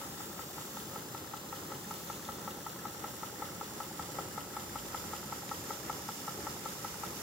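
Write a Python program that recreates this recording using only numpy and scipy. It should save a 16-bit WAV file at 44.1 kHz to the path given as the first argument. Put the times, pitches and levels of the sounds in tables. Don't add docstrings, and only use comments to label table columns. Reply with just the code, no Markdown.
import sys
import numpy as np
from scipy import signal
from scipy.fft import rfft, irfft
from scipy.io import wavfile
from scipy.ndimage import uniform_filter1d

SR = 44100
rng = np.random.default_rng(int(sys.argv[2]) if len(sys.argv) > 2 else 0)


def store_wav(level_fs):
    pcm = np.round(np.clip(np.atleast_2d(level_fs), -1, 1) * 32767)
    wavfile.write(sys.argv[1], SR, pcm.T.astype(np.int16))


N = 318402
TIME = np.arange(N) / SR
SLICE_S = np.arange(N // 256 + 5)[:, None] * 256 / SR
BAND_HZ = np.fft.rfftfreq(1024, 1 / SR)

# (time [s], speed [strokes/s])
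SPEED = [(0, 5.303), (.96, 5.296), (1.53, 5.227), (2.48, 5.323), (3.99, 5.208), (4.76, 5.309), (5.71, 5.21),
         (6.47, 5.297)]
# (time [s], nearness to boiler [0-1], hiss delay on the left [ms], hiss gain [dB])
WALK = [(0, 1, 0.1, 5), (1.1, 1, .21, 4), (2.5, 0.9, 0.314, 4), (3.4, 0.59, 0.375, 3), (4.9, 0.19, .415, 4),
        (6, 0, 0.438, 4), (7.22, 0, .44, 4.5)]
# (time after first contact [s], force [ratio])
CHATTER = [(0, 1), (.00222, 1.34), (.00358, 1.24)]
# (frequency [Hz], level [dB], time to fade 60 dB [s])
BED_TONES = [(524, -12, .015), (680, -22, .04), (835, -4.4, .019), (1207, 0, .036), (1331, -7.6, .04),
             (1889, -13, .013), (3200, -28, .006)]
# (time [s], extra level [dB])
SLAMS = [(4.19, 0.5), (5.9, 2)]
# (time after the knock [s], level [dB], frequency [Hz], width [Hz], time to fade 60 dB [s])
GEAR_TAPS = [(0, -51, 2600, 1900, 0.011), (.0305, -50.5, 3160, 850, 0.037),
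             (.031, -45.5, 7400, 6960, 0.0093), (.035, -55.5, 2940, 497, 0.04),
             (.03, -57.5, 1820, 496, 0.027), (0.066, -51, 1400, 500, 0.029), (0.07, -54, 96.5, 70, 0.064),
             (.096, -44.5, 410, 407, 0.02), (.096, -48.5, 1150, 595, 0.056), (.107, -48.3, 833, 122, 0.046),
             (.126, -51, 1700, 300, 0.044), (.1265, -46, 8000, 8000, .012), (0.1682, -57, 4500, 4500, .008)]
# (time [s], level [dB], frequency [Hz], width [Hz], time to fade 60 dB [s])
CLUNKS = [(2.251, -42, 4500, 4000, 0.013), (4.186, -41, 580, 402, 0.11), (4.2, -48, 175, 69, 0.87),
          (4.7, -55, 67.5, 44.7, 1.1), (5.492, -39, 3300, 3500, 0.019)]
# (frequency [Hz], left level [dB], right level [dB])
HISS_TONE = [(1500, -4, -5), (2400, -4, -4), (3400, -2, -3.5), (4300, -2.5, -3.7), (4900, -1.5, 1.8),
             (6200, -4, 2.8), (7400, -2.5, 1.5), (8200, -5, -2.7), (9800, -7, -3.8), (11500, -5.6, -1.9),
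             (13000, -4.2, -.8), (15700, -3.3, -1.8)]
# (frequency [Hz], left gain [dB], right gain [dB])
HISS_BY_BOILER = [(2400, -1.6, -3), (3400, -.8, 0), (5500, -.5, -5), (7300, 0, -1.2), (8500, -4, -4),
                  (9800, 1.3, -5), (13000, .2, -4.5), (15700, 3.9, -2)]
# (frequency [Hz], width [Hz], gain [dB])
PIPE_PEAKS = [(2310, 65, -7), (2890, 88, 2.5), (3540, 120, 4), (4630, 64, -2), (5460, 48, 1.5),
              (7300, 290, 3.5), (10300, 270, 1), (12400, 350, 1), (13900, 110, 4)]
# (frequency [Hz], width [Hz], gain [dB])
HISS_BY_CRANK = [(2870, 300, 2.5), (5500, 170, 3), (7100, 720, 1.5)]
# (frequency [Hz], level [dB])
RUMBLE_TONE = [(20, -9), (40, -22), (56, -11), (75, -6), (105, 4), (170, 2), (300, 2.5), (450, 0.5),
               (700, -5), (1000, -6.5), (1400, -12), (2000, -11.5), (2400, -20), (3400, -25)]
# (frequency [Hz], width [Hz], gain [dB])
FRAME_PEAKS = [(65.2, 8, -2.5), (75, 10.3, 4), (206, 11, 3), (258, 15.4, -5.5), (280, 12, 0.5),
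               (460, 25, -4), (551, 25, 3.5), (652, 78, -5.5), (836, 31, 5), (1324, 148, 11.5),
               (1910, 200, 2.5)]
# (frequency [Hz], likeness [0-1])
RUMBLE_LIKENESS = [(30, 0.49), (90, 0.91), (170, 0.97), (280, 0.85), (500, 0.8), (900, 0.68), (1300, 0.095),
                   (2000, 0.19)]
# (frequency [Hz], average level [dB])
HUM_TONES = [(57.5, -87), (172, -63.5), (430, -70.5)]
# (frequency [Hz], time to fade 60 dB [s])
ROOM_FADE = [(150, 0.3), (900, 0.37), (1400, 0.15), (4000, 0.25), (12000, 0.66)]


def bearing_knocks(level_db=-32, uneven=.09):
    t = np.arange(SR // 8) / SR
    ring = sum((-1) ** k * gain_of(db - 60 * t / fade_s) * np.sin(2 * np.pi * hz * t)
               for k, (hz, db, fade_s) in enumerate(BED_TONES))
    force, times = np.zeros(N), knock_times()
    strength_db = level_db + boiler_shadow_db(times)
    for s, extra_db in SLAMS:
        strength_db[np.argmin(abs(times - s))] += extra_db
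    for s, db in zip(times, strength_db):
        for delay, share in CHATTER:
            contact = gain_of([db]) * share * (1 + uneven * rng.standard_normal())
            add(force, round(s * SR) / SR + delay, contact)
    return signal.oaconvolve(force, ring)[:N]


def knock_times(first_s=.014):
    times = [first_s]
    while times[-1] < N / SR:
        times.append(times[-1] + 1 / follow(SPEED, times[-1])[0])
    return np.array(times)


def valve_gear(scatter_db=0.9, loose_s=.0004, shadow_share=0.47):
    out = np.zeros(N)
    for s in knock_times():
        for delay, db, *ring in GEAR_TAPS:
            late, hard = rng.standard_normal(2)
            tap_db = db + shadow_share * boiler_shadow_db(s) + scatter_db * hard
            add(out, s + delay + loose_s * late, tap(tap_db, *ring))
    return out


def stray_clunks():
    out = np.zeros(N)
    for s, *clunk in CLUNKS:
        add(out, s, tap(*clunk))
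    return out


def tap(db, hz, width, fade_s):
    t = np.arange(SR // 2) / SR
    band = signal.butter(2, [max(hz - width / 2, 20), hz + width / 2], "band", fs=SR, output="sos")
    burst = rng.standard_normal(len(t)) * gain_of(db - 60 * t / fade_s)
    return signal.sosfilt(band, burst) * np.sqrt(SR / 2 / width)


def steam(level_db=-45.0, chuff_db=0.61, surge_db=0.6):
    near_boiler, lag_ms, walk_db = follow(WALK, SLICE_S)
    jet = jet_noise(near_boiler, lag_ms)
    tone_db = read(HISS_TONE, BAND_HZ)[:, None] + peaks(PIPE_PEAKS)
    boiler_db = near_boiler * read(HISS_BY_BOILER, BAND_HZ)[:, None]
    dip = (7800 + 1100 * near_boiler, 230, -0.5)
    crank_db = (1 - near_boiler) * peaks([*HISS_BY_CRANK, dip])
    flow_db = chuff_db * stroke_swing(top=0.13) + surge_db * drift(SLICE_S, 13)
    hiss = to_sound(jet * low_cut(700) * gain_of(tone_db + boiler_db + crank_db + walk_db + flow_db))
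    return gain_of(level_db) * sputter(hiss)


def jet_noise(near_boiler, lag_ms, alike=.7, bounce_share=.42, ripple_db=.95, ripple_rad=.7):
    right = noise_slices()
    bounce_ms = lag_ms + .11 + .1 * near_boiler
    paths = (1 - bounce_share) * delayed(lag_ms) + bounce_share * delayed(bounce_ms)
    shared = alike * low_cut(1500) * paths * np.exp(-1j * ripple_rad * ripple())
    left = shared * right + np.sqrt(1 - abs(shared) ** 2) * noise_slices()
    return np.array([side * gain_of(ripple_db * ripple()) for side in (left, right)])


def ripple():
    field = rng.standard_normal((len(SLICE_S), len(BAND_HZ)))
    slow = uniform_filter1d(field, size=160, axis=0)
    return unit_level(uniform_filter1d(slow, size=4, axis=1))


def sputter(hiss, depth_db=1.0, split_hz=8500):
    low = signal.sosfiltfilt(signal.butter(4, split_hz, fs=SR, output="sos"), hiss)
    flickers = [unit_level(uniform_filter1d(rng.standard_normal(N), size=130)) for _ in range(2)]
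    return sum(part * gain_of(depth_db * flicker) for part, flicker in zip((low, hiss - low), flickers))


def rumble(crank_db=-45.5, boiler_change_db=-0.84, flutter_db=0.85):
    toward_crank = .5 - follow(WALK, SLICE_S)[0]
    rub_db = stroke_swing(top=0.066) * peaks([(1700, 900, 3.5)])
    rub_db = rub_db + toward_crank * peaks([(2200, 420, 5.5)])
    bass_db = toward_crank * peaks([(65, 60, 4.0)])
    alike = read(RUMBLE_LIKENESS, BAND_HZ)[0]
    left = noise_slices()
    right = alike * left + np.sqrt(1 - alike ** 2) * noise_slices()
    tone_db = read(RUMBLE_TONE, BAND_HZ)[0] + rub_db + bass_db + flutter_db * drift(SLICE_S, 25)
    rolling = to_sound(np.array([left, right]) * gain_of(tone_db))
    frame_db = peaks(FRAME_PEAKS, np.fft.rfftfreq(2 * N, 1 / SR))
    ringing = irfft(rfft(rolling, 2 * N) * gain_of(frame_db))[:, :N]
    heard = signal.sosfilt(signal.butter(4, 52, "high", fs=SR, output="sos"), unit_level(ringing))
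    level_db = crank_db + boiler_change_db * follow(WALK, TIME)[0]
    return lean_left(heard * gain_of(level_db), db=0.2)


def generator_hum(waver=0.004, swell_db=1.0):
    turning = np.cumsum(1 + waver * drift(TIME, 10)) / SR
    out = np.zeros(N)
    for hz, db in HUM_TONES:
        swell = gain_of(swell_db * drift(TIME, 6.0))
        out += gain_of(db) * unit_level(np.sin(2 * np.pi * hz * turning) * swell)
    return out


def room_echo(sound, first_s=0.011, alike=0.11, echoes_per_s=2000):
    count = SR // 2
    signs = rng.choice([-1., 1.], (3, count))
    echoes = signs * (rng.random((3, count)) < echoes_per_s / SR) * (np.arange(count) > first_s * SR)
    sides = np.sqrt(alike) * echoes[2] + np.sqrt(1 - alike) * echoes[:2]
    hz, t, slices = signal.stft(sides, SR, nperseg=256)
    tail = signal.istft(slices * gain_of(-60 * t / read(ROOM_FADE, hz).T), SR, nperseg=256)[1]
    tail /= np.linalg.norm(tail, axis=1, keepdims=True)
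    return signal.fftconvolve(sound[None], tail, axes=1)[:, :N]


def boiler_shadow_db(s, loss_db=8.5, ease_s=1.47):
    return -loss_db * np.exp(-s / ease_s)


def stroke_swing(top):
    times = knock_times()
    strokes_done = np.interp(SLICE_S, times, np.arange(len(times)))
    return np.cos(2 * np.pi * (strokes_done - top))


def drift(t, top_hz):
    rates = np.geomspace(top_hz / 20, top_hz, 20)
    return unit_level(sum(np.sin(2 * np.pi * (hz * t + rng.random())) / np.sqrt(hz) for hz in rates))


def noise_slices():
    shape = len(SLICE_S), len(BAND_HZ)
    return rng.standard_normal(shape) + 1j * rng.standard_normal(shape)


def to_sound(slices):
    return unit_level(signal.istft(np.swapaxes(slices, -1, -2), nperseg=1024, noverlap=768)[1][..., :N])


def peaks(table, at_hz=BAND_HZ):
    return sum(db / (1 + (2 * (at_hz - hz) / width) ** 2) for hz, width, db in table)


def low_cut(hz):
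    return BAND_HZ ** 2 / (BAND_HZ ** 2 + hz ** 2)


def delayed(ms):
    return np.exp(-2j * np.pi * BAND_HZ * ms / 1000)


def read(table, hz):
    row_hz, *columns = np.transpose(table)
    return np.array([np.interp(np.log(hz + 1), np.log(row_hz + 1), c) for c in columns])


def follow(table, t):
    row_s, *columns = np.transpose(table)
    return [np.interp(t, row_s, c) for c in columns]


def add(mix, s, sound):
    part = mix[max(round(s * SR), 0):][:len(sound)]
    part += sound[:len(part)]


def lean_left(sound, db):
    return sound * gain_of([[db], [-db]])


def gain_of(db):
    return 10 ** (np.asarray(db) / 20)


def unit_level(x):
    return x / np.sqrt(np.mean(x ** 2) + 1e-20)


def scene(room_db=-6.5):
    blows = bearing_knocks() + valve_gear() + stray_clunks()
    engine = lean_left(blows + gain_of(room_db) * room_echo(blows), db=1.54)
    return engine + rumble() + generator_hum() + steam()


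def record(dry):
    treble_cut = signal.firwin(2047, 15800, window=("kaiser", 9), fs=SR)
    return signal.oaconvolve(dry, treble_cut[None], "same")


dry = scene()
out = record(dry)
store_wav(out)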